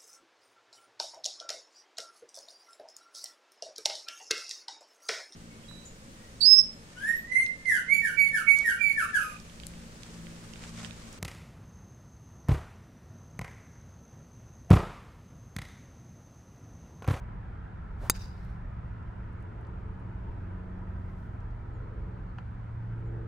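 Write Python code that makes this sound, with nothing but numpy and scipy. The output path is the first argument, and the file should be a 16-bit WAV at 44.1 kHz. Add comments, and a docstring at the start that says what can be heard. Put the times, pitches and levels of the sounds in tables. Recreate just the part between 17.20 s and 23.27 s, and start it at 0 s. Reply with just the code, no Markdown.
"""A golf tee among trees: a golfer drives a ball while far traffic rumbles and two distant engines drone.
The shaft swishes as pitched noise, the hollow metal head cracks as a noise burst and rings as decaying modes,
and the turf and trees answer with washes of coloured noise. Afterwards come faint ticks of shoes and clothing,
the brush of a sleeve, a soft puff of wind, a few thin bird calls as gliding tones, a distant twitter
and one far knock."""
import sys
import numpy as np
from scipy import signal
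from scipy.fft import rfft, irfft, next_fast_len
from scipy.io import wavfile
from scipy.ndimage import uniform_filter1d, map_coordinates

SR = 44100
rng = np.random.default_rng(int(sys.argv[2]) if len(sys.argv) > 2 else 0)


def file_out(sig):
    """Save sig as 16-bit WAV at sys.argv[1]."""
    # one column per channel
    cols = np.atleast_2d(sig).T
    # limit, then scale
    lim = np.clip(cols, -1, 1)
    pcm = np.round(lim * 32767).astype(np.int16)
    wavfile.write(sys.argv[1], SR, pcm)


N = 267863  # length in samples

IMPACT_S = 0.8984  # the head meets the ball
TOP_HZ = 15900  # the microphone passes nothing far above this
TYRE_SWELL_S, TYRE_SWELL_HALF_S = 3.17, 0.88  # the traffic's one swell: moment and half length
# How alike a sound from far off is at the two microphone ports.
# Each row: frequency in Hz, likeness from -1 (opposed) to 1 (identical).
LIKENESS = [(60, 0.97), (130, 0.92), (290, .75), (400, 0.65), (560, 0.27), (790, -0.3), (980, -0.13),
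            (1150, -0.537), (1300, .78), (1650, 0.68), (2380, 0.38), (3440, .05), (7000, .45)]


def amp(db):
    """Decibels to a linear factor."""
    return 10 ** (np.asarray(db) / 20)


def unit(x):
    """x scaled to an rms of 1."""
    return x / np.sqrt(np.mean(x ** 2) + 1e-20)


def along(points, hz):
    """Values read off (Hz, value) points on a log frequency axis."""
    point_hz, values = np.transpose(points)
    return np.interp(np.log(hz + 1), np.log(point_hz + 1), values)


def curves(rows):
    """One value per sample for each column after the time in seconds."""
    s, *columns = np.transpose(rows)
    return [np.interp(np.arange(N) / SR, s, column) for column in columns]


def since(s):
    """Seconds since a moment, zero before it."""
    return np.maximum(np.arange(N) / SR - s, 0)


def bell(s, width_s):
    """A smooth swell of height 1 around a moment."""
    return np.exp(-((since(0) - s) / width_s) ** 2)


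def burst(t, rise, t60):
    """An envelope that rises and dies away, falling 60 dB in t60 seconds."""
    return (1 - np.exp(-t / rise)) * amp(-60 * np.minimum(t / t60, 2 * np.pi))


def wobble(rate):
    """A smooth random curve, rate knots a second."""
    knots = rng.standard_normal(int(N * rate / SR) + 4)
    steps = np.linspace(0, N * rate / SR, 8 * len(knots))
    return np.interp(np.arange(N) * rate / SR, steps, map_coordinates(knots, [steps]))


def filtered(x, response):
    """x times a response of frequency, padded so that little wraps round."""
    m = next_fast_len(N + SR // 2)
    return irfft(rfft(x, m) * response(np.fft.rfftfreq(m, 1 / SR)), m)[..., :N]


def rush(spectrum, alike=LIKENESS):
    """Stereo noise of rms 1, coloured by (Hz, dB) points; the mid-side balance sets the ports' likeness."""
    def colour(hz):
        turn = np.arccos(np.clip(along(alike, hz), -1, 1)) / 2
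        roll_off = 1 / (1 + (hz / spectrum[-1][0] / 2) ** 2)
        return amp(along(spectrum, hz)) * roll_off * np.array([np.cos(turn), np.sin(turn)])

    mid, side = filtered(rng.standard_normal((2, N)), colour)
    return unit(np.array([mid + side, mid - side]))


def patchy(x, depth_db, band_hz=180, span_s=.09):
    """Shifting air makes each band of a far sound come and go on its own."""
    z = signal.stft(x, nperseg=1024)[2]
    bins = max(round(band_hz * 1024 / SR), 1)
    frames = max(round(span_s * SR / 512), 1)
    field = uniform_filter1d(rng.standard_normal(z.shape[1:]), bins, 0)
    field = uniform_filter1d(field, frames, 1)
    return unit(signal.istft(z * amp(depth_db * unit(field)), nperseg=1024)[1][:, :N])


def ringing(modes, t):
    """Struck modes; neighbours swing in opposite directions, and a split mode beats against its twin."""
    out = np.zeros(N)
    live = (t > 0) & (t < .2)
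    u = t[live]
    for k, (hz, db, t60, *split) in enumerate(modes):
        beat = np.cos(np.pi * split[0] * u) if split else 1
        out[live] += (-1) ** k * amp(db) * burst(u, .0001, t60) * beat * np.sin(2 * np.pi * hz * u)
    return out


def traffic(rumble_swing_db=.5, tyre_patches_db=1.57):
    """A far road: slightly swaying rumble and wavering tyres as shaped noise, under a faint hiss."""
    # Colours of the rumble, the tyres and the hiss. Each row: frequency in Hz, relative level in dB.
    rumble_colour = [(12, -22), (25, -2), (36, 2), (62, 2), (100, -6), (160, -9.5), (230, -16.5),
                     (330, -24), (480, -26), (750, -42.5)]
    tyre_colour = [(300, -15.5), (600, -2), (770, 1), (950, 1.5), (1130, -0.5), (1220, 0.5), (1350, -0.5),
                   (1900, -7.5), (2600, -17), (3400, -24.5), (6000, -54)]
    air_colour = [(1000, -2), (4000, 1.5), (6000, -4.5), (9500, -9.5), (12000, -20.5), (16000, -26.5)]
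    rumble_db, start_db, air_db = -40.5, -54.5, -80
    thinning_db_per_s, swell_db = 0.24, 0.43  # the traffic slowly thins, with one mild swell
    rumble = amp(rumble_db + rumble_swing_db * wobble(3.4)) * rush(rumble_colour)
    swell = swell_db * bell(TYRE_SWELL_S, TYRE_SWELL_HALF_S)
    tyre_db = start_db - thinning_db_per_s * since(0) + swell
    tyres = amp(tyre_db) * patchy(rush(tyre_colour), tyre_patches_db)
    return rumble + tyres + amp(air_db) * rush(air_colour)


def tyre_whine(db=-68, swell_db=-65, flare_db=5.5):
    """A narrow band of the road noise flares in brief, wandering whistles, loudest as the traffic swells."""
    whine = rush([(700, -29.5), (850, -1.5), (970, 2), (1090, -3.5), (1230, -30.5)])
    level = amp(db) + amp(swell_db) * bell(TYRE_SWELL_S, TYRE_SWELL_HALF_S)
    return level * patchy(whine, flare_db, band_hz=90, span_s=.05)


def engine(pitch, hums, buzz, exhaust, count, firing_db, waver_db=0.54, drift_hz=.3, fade_db=2):
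    """Count uneven cylinders: hums on low multiples of the firing rate, a buzz on multiples of the cycle."""
    turns = np.cumsum(pitch + drift_hz * wobble(3)) / SR  # firings so far
    tone = np.zeros(N)
    for k, hum in enumerate(hums, 1):
        tone += hum * amp(waver_db * wobble(4.3)) * np.sin(2 * np.pi * (k * turns + rng.random()))
    comb = np.zeros((2, N))
    # buzz lines lie between two and eight times the firing rate
    for k in range(2 * count + 1, 8 * count):
        hz = k * pitch.mean() / count
        db = along(exhaust, hz) + firing_db * (k % count == 0) + fade_db * wobble(4.005)
        # the likeness at each line sets how far out of step the two microphone ports hear it
        apart = np.arccos(np.clip(along(LIKENESS, hz), -1, 1)) * np.array([[1], [-1]]) / 2
        comb += amp(db) * np.sin(2 * np.pi * (k / count * turns + rng.random()) + apart)
    return np.sqrt(2) * tone + buzz * unit(comb)


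def passing_engine():
    """The lower engine goes by: its firing hum falls as one over the distance, its buzz faster."""
    # What its exhaust lets through. Each row: frequency in Hz, relative level in dB.
    exhaust = [(200, 2), (253, -0.5), (276, -9), (298, -0.5), (322, -1.5), (345, 0.5), (368, -3.5),
               (415, -6.5), (460, -8.5), (510, -14.5), (550, -12), (595, -16), (645, -6.5), (690, -20),
               (730, -18)]
    # Its hum at twice the firing rate comes and goes with the air. Each row: time in seconds, level in dB.
    octave_hum = [(0, -61.5), (.6, -55.5), (1.3, -52), (1.8, -55.5), (2.35, -58.5), (2.8, -49.5),
                  (3.15, -52), (3.5, -47), (4.1, -53), (4.5, -63), (4.9, -50.5), (5.4, -57.5),
                  (6.05, -52.5)]
    nearest_s, pass_s = 3.5, 0.71  # nearest moment, and time to cover its own nearest distance from there
    hum_db, buzz_db = -42.5, -53.5  # when nearest
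    buzz_fall = 1.9  # dB of buzz lost for each dB of hum
    firing_hz, sag_from_s, sag_hz_per_s = 91.75, 3.1, 1.05  # the pitch holds, then sinks
    nearness = 1 / np.hypot(1, (since(0) - nearest_s) / pass_s)
    pitch = firing_hz - sag_hz_per_s * since(sag_from_s)
    octave_db, = curves(octave_hum)
    hums = [amp(hum_db) * nearness, amp(octave_db)]
    buzz = amp(buzz_db) * nearness ** buzz_fall
    return engine(pitch, hums, buzz, exhaust, count=4, firing_db=5.5)


def droning_engine():
    """The higher engine's firing rate creeps up; its hum comes and goes, and its buzz swells three times."""
    # What its exhaust lets through. Each row: frequency in Hz, relative level in dB.
    exhaust = [(220, -8.5), (290, -7), (340, 1), (370, -7.5), (430, 1), (490, -8), (560, -8.5), (650, -16),
               (850, -24.5)]
    # Its hum at the firing rate. Each row: time in seconds, level in dB.
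    firing_hum = [(0, -47.5), (.45, -58), (1.3, -47.5), (1.8, -45.5), (2.4, -47), (3.05, -45.5),
                  (3.55, -55.5), (4.1, -45), (4.5, -44), (5.25, -46.5), (5.7, -37), (6.05, -38.5)]
    # Swells of its buzz. Each row: middle in seconds, half length in seconds, level in dB.
    buzz_swells = [(2.55, 0.44, -59), (4.754, 0.24, -53.5), (5.983, 0.21, -50)]
    firing_hz, creep_hz_per_s, steady_buzz_db = 112.4, .2, -67.5
    hum_db, = curves(firing_hum)
    buzz = amp(steady_buzz_db) + sum(amp(db) * bell(s, half_s) for s, half_s, db in buzz_swells)
    pitch = firing_hz + creep_hz_per_s * since(0)
    return engine(pitch, [amp(hum_db)], buzz, exhaust, count=6, firing_db=5.5)


def gust(s=3.1, width_s=0.047, db=-35):
    """One soft puff of wind nudges the microphone: a swell of very low noise."""
    return amp(db) * bell(s, width_s) * rush([(15, -13), (36, 1.5), (55, -1), (110, -19.5)])


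def twitter(s=5, width_s=0.62, db=-88, flicker_db=3.5):
    """Far birds twitter at the edge of hearing: a narrow band of flickering noise."""
    colour = [(3000, -40.5), (3900, -4.0), (4200, 1.5), (4550, -5.5), (5200, -42.0)]
    voices = rush(colour, [(1000, 0.0026)])
    return amp(db) * bell(s, width_s) * unit(amp(flicker_db * wobble(22))) * voices


def bird(fall_s=.012):
    """Thin calls that slide quickly to a pitch and level off, trembling slightly."""
    # Each row: start in seconds, length in seconds, level in dB, start pitch in Hz, end pitch in Hz.
    calls = [(4.53, 0.058, -81.5, 8200, 6750), (4.61, 0.046, -82, 4300, 4150),
             (5.08, 0.045, -83.5, 4150, 4300), (5.785, 0.036, -89, 9000, 9800),
             (5.85, 0.044, -81.5, 8300, 6750)]
    out = np.zeros(N)
    for s, length, db, start_hz, end_hz in calls:
        t = since(s)
        pitch = end_hz + (start_hz - end_hz) * np.exp(-t / fall_s) + 50 * wobble(300)
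        swell = np.sqrt(np.abs(np.sin(np.pi * np.minimum(t / length, 1))))
        out += amp(db) * swell * np.sin(2 * np.pi * np.cumsum(pitch) / SR)
    return out


def far_knock(s=5.1845, ground_s=.0024, ground_db=-8, scatter_db=-47, scatter_t60=0.079):
    """One hard knock from across the course, doubled by the ground, dulled and scattered by distance."""
    # What the knock rings with. Each row: frequency in Hz, level in dB, time to fall 60 dB in seconds.
    knock_modes = [(720, -45, .02), (980, -39, 0.038), (1280, -33.5, 0.0064), (1430, -35.5, 0.022),
                   (1780, -46, 0.02), (2590, -48, .012), (2900, -43, 0.008), (3240, -51.5, .012),
                   (4420, -54, .007), (6200, -63, .006), (7300, -71, .014)]
    scatter_colour = [(300, -13), (900, 6), (1600, 2), (2200, -10), (2900, -9), (3600, -18),
                      (4500, -18), (5300, -28), (7200, -27), (12000, -51)]
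    t = since(s)
    knock = ringing(knock_modes, t) + amp(ground_db) * ringing(knock_modes, since(s + ground_s))
    return knock + amp(scatter_db) * burst(t, 0.0016, scatter_t60) * rush(scatter_colour)


def sleeve(s=3.96, width_s=0.22, db=-83):
    """Cloth brushes softly as a hand goes to the hip: a swell of unsteady high noise."""
    cloth = rush([(2000, -11.5), (5000, 2.0), (10000, -3.5), (15000, -2.5)])
    return amp(db + 2 * wobble(40)) * bell(s, width_s) * cloth


def ticks(t60=.014):
    """Tiny dry snaps of shoes and clothing as the golfer holds the finish and relaxes."""
    # Each row: start in seconds, level in dB, centre in Hz, width as a natural log of frequency ratio.
    snaps = [(1.248, -63.5, 10160, .6), (1.304, -73, 9000, .5), (1.826, -72, 5480, .25),
             (2.129, -73.5, 8000, 0.54), (2.205, -71.5, 7500, .6), (2.225, -65, 7960, .6),
             (2.411, -69.5, 6960, .7), (2.449, -61, 3300, .3), (2.469, -66, 5940, 0.46),
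             (2.797, -72, 8500, .3), (4.204, -66.5, 5010, .45), (4.308, -66, 4600, .5)]
    out = np.zeros(N + SR)
    t = np.arange(SR // 10) / SR
    hz = np.fft.rfftfreq(len(t), 1 / SR)
    for s, db, centre, width in snaps:
        band = np.exp(-(np.log((hz + 1) / centre) / width) ** 2)
        snap = irfft(rfft(rng.standard_normal(len(t))) * band, len(t))
        out[round(s * SR):][:len(t)] += amp(db) * burst(t, .0003, t60) * unit(snap)
    return out[:N]


def far_trees(delay_s=0.32, width_s=0.15, db=-72.0, flutter_db=0.25):
    """The trees down the fairway send back one late, soft echo."""
    # Colour of the echo. Each row: frequency in Hz, relative level in dB.
    echo_colour = [(1500, -4), (3200, -4.5), (4200, 3.5), (4700, -5), (5400, 0.5), (6500, -9),
                   (12000, -13.5)]
    level = amp(db + flutter_db * wobble(50)) * bell(IMPACT_S + delay_s, width_s)
    return level * rush(echo_colour, [(1000, 0.48)])


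def trees(patches_db=3.0, grain_db=1.5, left_db=-0.1):
    """Turf and crowns scatter the crack into a grainy wash that returns in overlapping waves."""
    # Waves from the near turf to the trees around the tee.
    # Each row: delay in seconds, level in dB, rise in seconds, time to fall 60 dB in seconds.
    waves = [(.003, -46.5, .003, .09), (.036, -43.5, 0.026, 0.2173), (0.089, -49, 0.012, 0.43)]
    # Colour of the wash. Each row: frequency in Hz, relative level in dB.
    foliage_colour = [(100, -31.5), (800, -11.5), (1450, 1), (2300, -6.5), (2700, -2), (3250, -12),
                      (3780, 2.5), (4300, -6.5), (4820, 7.5), (5300, 0), (6250, -5), (6600, -.5),
                      (6950, -11.5), (7550, -10), (8400, -14), (9200, -11.5), (11300, -18), (15500, -17.5)]
    power = sum((amp(db) * burst(since(IMPACT_S + delay), rise, t60)) ** 2 for delay, db, rise, t60 in waves)
    grains = unit(amp(grain_db * np.array([wobble(260), wobble(290)])))
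    wash = patchy(rush(foliage_colour, [(1000, .25)]), patches_db, band_hz=353, span_s=.025)
    return np.sqrt(power) * grains * wash * amp([[left_db], [-left_db]])


def trunks(delay_s=0.065, width_s=.016, db=-50, grain_db=1.5):
    """The nearest trunks throw back one quick, ragged reflection that keeps more of the crack's middle."""
    # Colour of the reflection. Each row: frequency in Hz, relative level in dB.
    trunk_colour = [(500, -10), (1000, -3), (1600, 4.5), (2700, -2), (3250, -8.5), (3800, -3), (4300, -5),
                    (4850, 3.5), (5600, -2.5), (6600, -3), (7500, -10), (10000, -14.5), (15500, -19.5)]
    grains = unit(amp(grain_db * wobble(400)))
    return amp(db) * bell(IMPACT_S + delay_s, width_s) * grains * rush(trunk_colour, [(1000, .5)])


def swish():
    """The shaft sheds vortices whose pitch climbs as it sweeps past; the head trails it, hissing to the ball."""
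    # Air torn by the club. Each row: frequency in Hz, relative level in dB.
    hiss_colour = [(300, -7.5), (1200, 1), (2500, -11.5), (5000, -14.5), (9000, -19.5), (15000, -22.5)]
    swish_s, build_s, fade_s = .839, .027, .042  # loudest moment, build and fade
    pitch_hz, width_hz, whistle_db = 610, 340, -48.7  # pitch at the loudest moment, half width, level
    climb_hz_per_s = 10500
    hiss_s, hiss_half_s, hiss_db = .856, .046, -54  # peak, half length, level
    sweep = bell(swish_s, np.where(since(0) < swish_s, build_s, fade_s))
    pitch = np.clip(pitch_hz + climb_hz_per_s * (since(0) - swish_s), 0, TOP_HZ)
    phase = 2 * np.pi * np.cumsum(pitch) / SR
    # slow noise carried on the climbing pitch makes a breathy whistle
    eddies = unit(filtered(rng.standard_normal((2, N)), lambda hz: np.exp(-(hz / width_hz) ** 2)))
    whistle = eddies[0] * np.sin(phase) + eddies[1] * np.cos(phase)
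    hiss = amp(hiss_db) * bell(hiss_s, hiss_half_s) * rush(hiss_colour, [(1000, .8)])
    return amp(whistle_db) * sweep * whistle + hiss


def thump(t, push_db=-10.5, push_s=0.00028, wake_db=-23, wake_s=.0016):
    """The flattened ball pushes the air aside; a slower wake follows as it leaves."""
    def pulse(peak_s):
        return t / peak_s * np.exp(-t / peak_s)  # peaks at 1/e

    return amp(push_db) * pulse(push_s) + amp(wake_db) * pulse(wake_s)


def strike(crack_db=-18, crack_t60=.0035, sizzle_t60=0.034, ring_db=0.04, flutter_from_s=.006,
           damping_db_per_s=130):
    """Head meets ball: a push of air, a crack, and beating modes of the head that roughen as they die."""
    # The hollow club head and the ball. Each row: frequency in Hz, relative level in dB,
    # time to fall 60 dB in seconds before the shared damping, split of a close pair in Hz.
    head_modes = [(854, -27.0, 0.0208, 0), (1365, -14.5, 0.0083, 0), (1832, -26.1, 0.0057, 0),
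                  (2009, -8.1, 0.0036, 0), (2607, -29.1, 0.0184, 0), (2861, -21.4, 0.0055, 0),
                  (3640, -28.0, 0.0364, 81), (3850, -41.5, 0.1265, 94), (4635, -19.7, 0.0219, 0),
                  (5256, 2.0, 0.0013, 0), (5528, -13.6, 0.0048, 0), (6213, -41.9, 0.0716, 0),
                  (6527, -18.4, 0.0304, 187), (6813, -43.0, 0.0658, 0), (7534, -37.0, 0.0901, 0),
                  (7938, -11.0, 0.0049, 0), (8064, -45.9, 0.0624, 0), (8577, -14.2, 0.0099, 0),
                  (9034, -24.0, 0.0344, 99), (9443, -23.6, 0.0258, 111), (10158, -26.6, 0.0311, 0),
                  (10461, -16.2, 0.0127, 0), (11164, -29.9, 0.0194, 0), (12475, -17.9, 0.0114, 0),
                  (13646, -23.1, 0.0183, 150), (14688, -12.7, 0.0098, 205), (15442, -28.6, 0.0167, 0)]
    # Colour of the crack. Each row: frequency in Hz, relative level in dB.
    crack_colour = [(600, 5.5), (2000, 1), (3200, -2), (5000, 3), (5800, -5), (8500, 1.5), (11000, 0.5),
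                    (15000, 0)]
    flutter_db, flutter_per_s, sizzle_db = 3, 450, -34
    t = since(IMPACT_S)
    crack = amp(crack_db) * burst(t, .0001, crack_t60)
    # the many weak modes of the thin shell blur into a short sizzle
    sizzle = amp(sizzle_db) * burst(t, 0.000628, sizzle_t60)
    blast = (crack + sizzle) * rush(crack_colour, [(1000, .2)])
    # the flutter grows to full depth over the first milliseconds
    flutter = amp(flutter_db * wobble(flutter_per_s) * np.minimum(t / flutter_from_s, 1))
    ring = amp(ring_db - damping_db_per_s * t) * flutter * ringing(head_modes, t)
    return ring + blast - thump(t)


def scene():
    """The drive and its echoes over the sounds of the course, which lean slightly to the right."""
    course = traffic() + tyre_whine() + passing_engine() + droning_engine() + gust()
    course = course * amp([[-.3], [.3]])
    birds = twitter() + bird()
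    golfer = sleeve() + ticks()
    echoes = far_trees() + trees() + trunks()
    return course + birds + far_knock() + golfer + echoes + swish() + strike()


def record(dry, lag_s=.000014):
    """Sound reaches the microphone's right port a moment before the left; the top is cut at the band limit."""
    eased = dry * np.minimum(since(0) / .003, 1)  # a short fade in
    ports = filtered(eased, lambda hz: np.exp(1j * np.pi * hz * lag_s * np.array([[-1], [1]])))
    return filtered(ports, lambda hz: np.clip((TOP_HZ - hz) / 400 + .5, 0, 1))


dry = scene()
out = record(dry)
file_out(out)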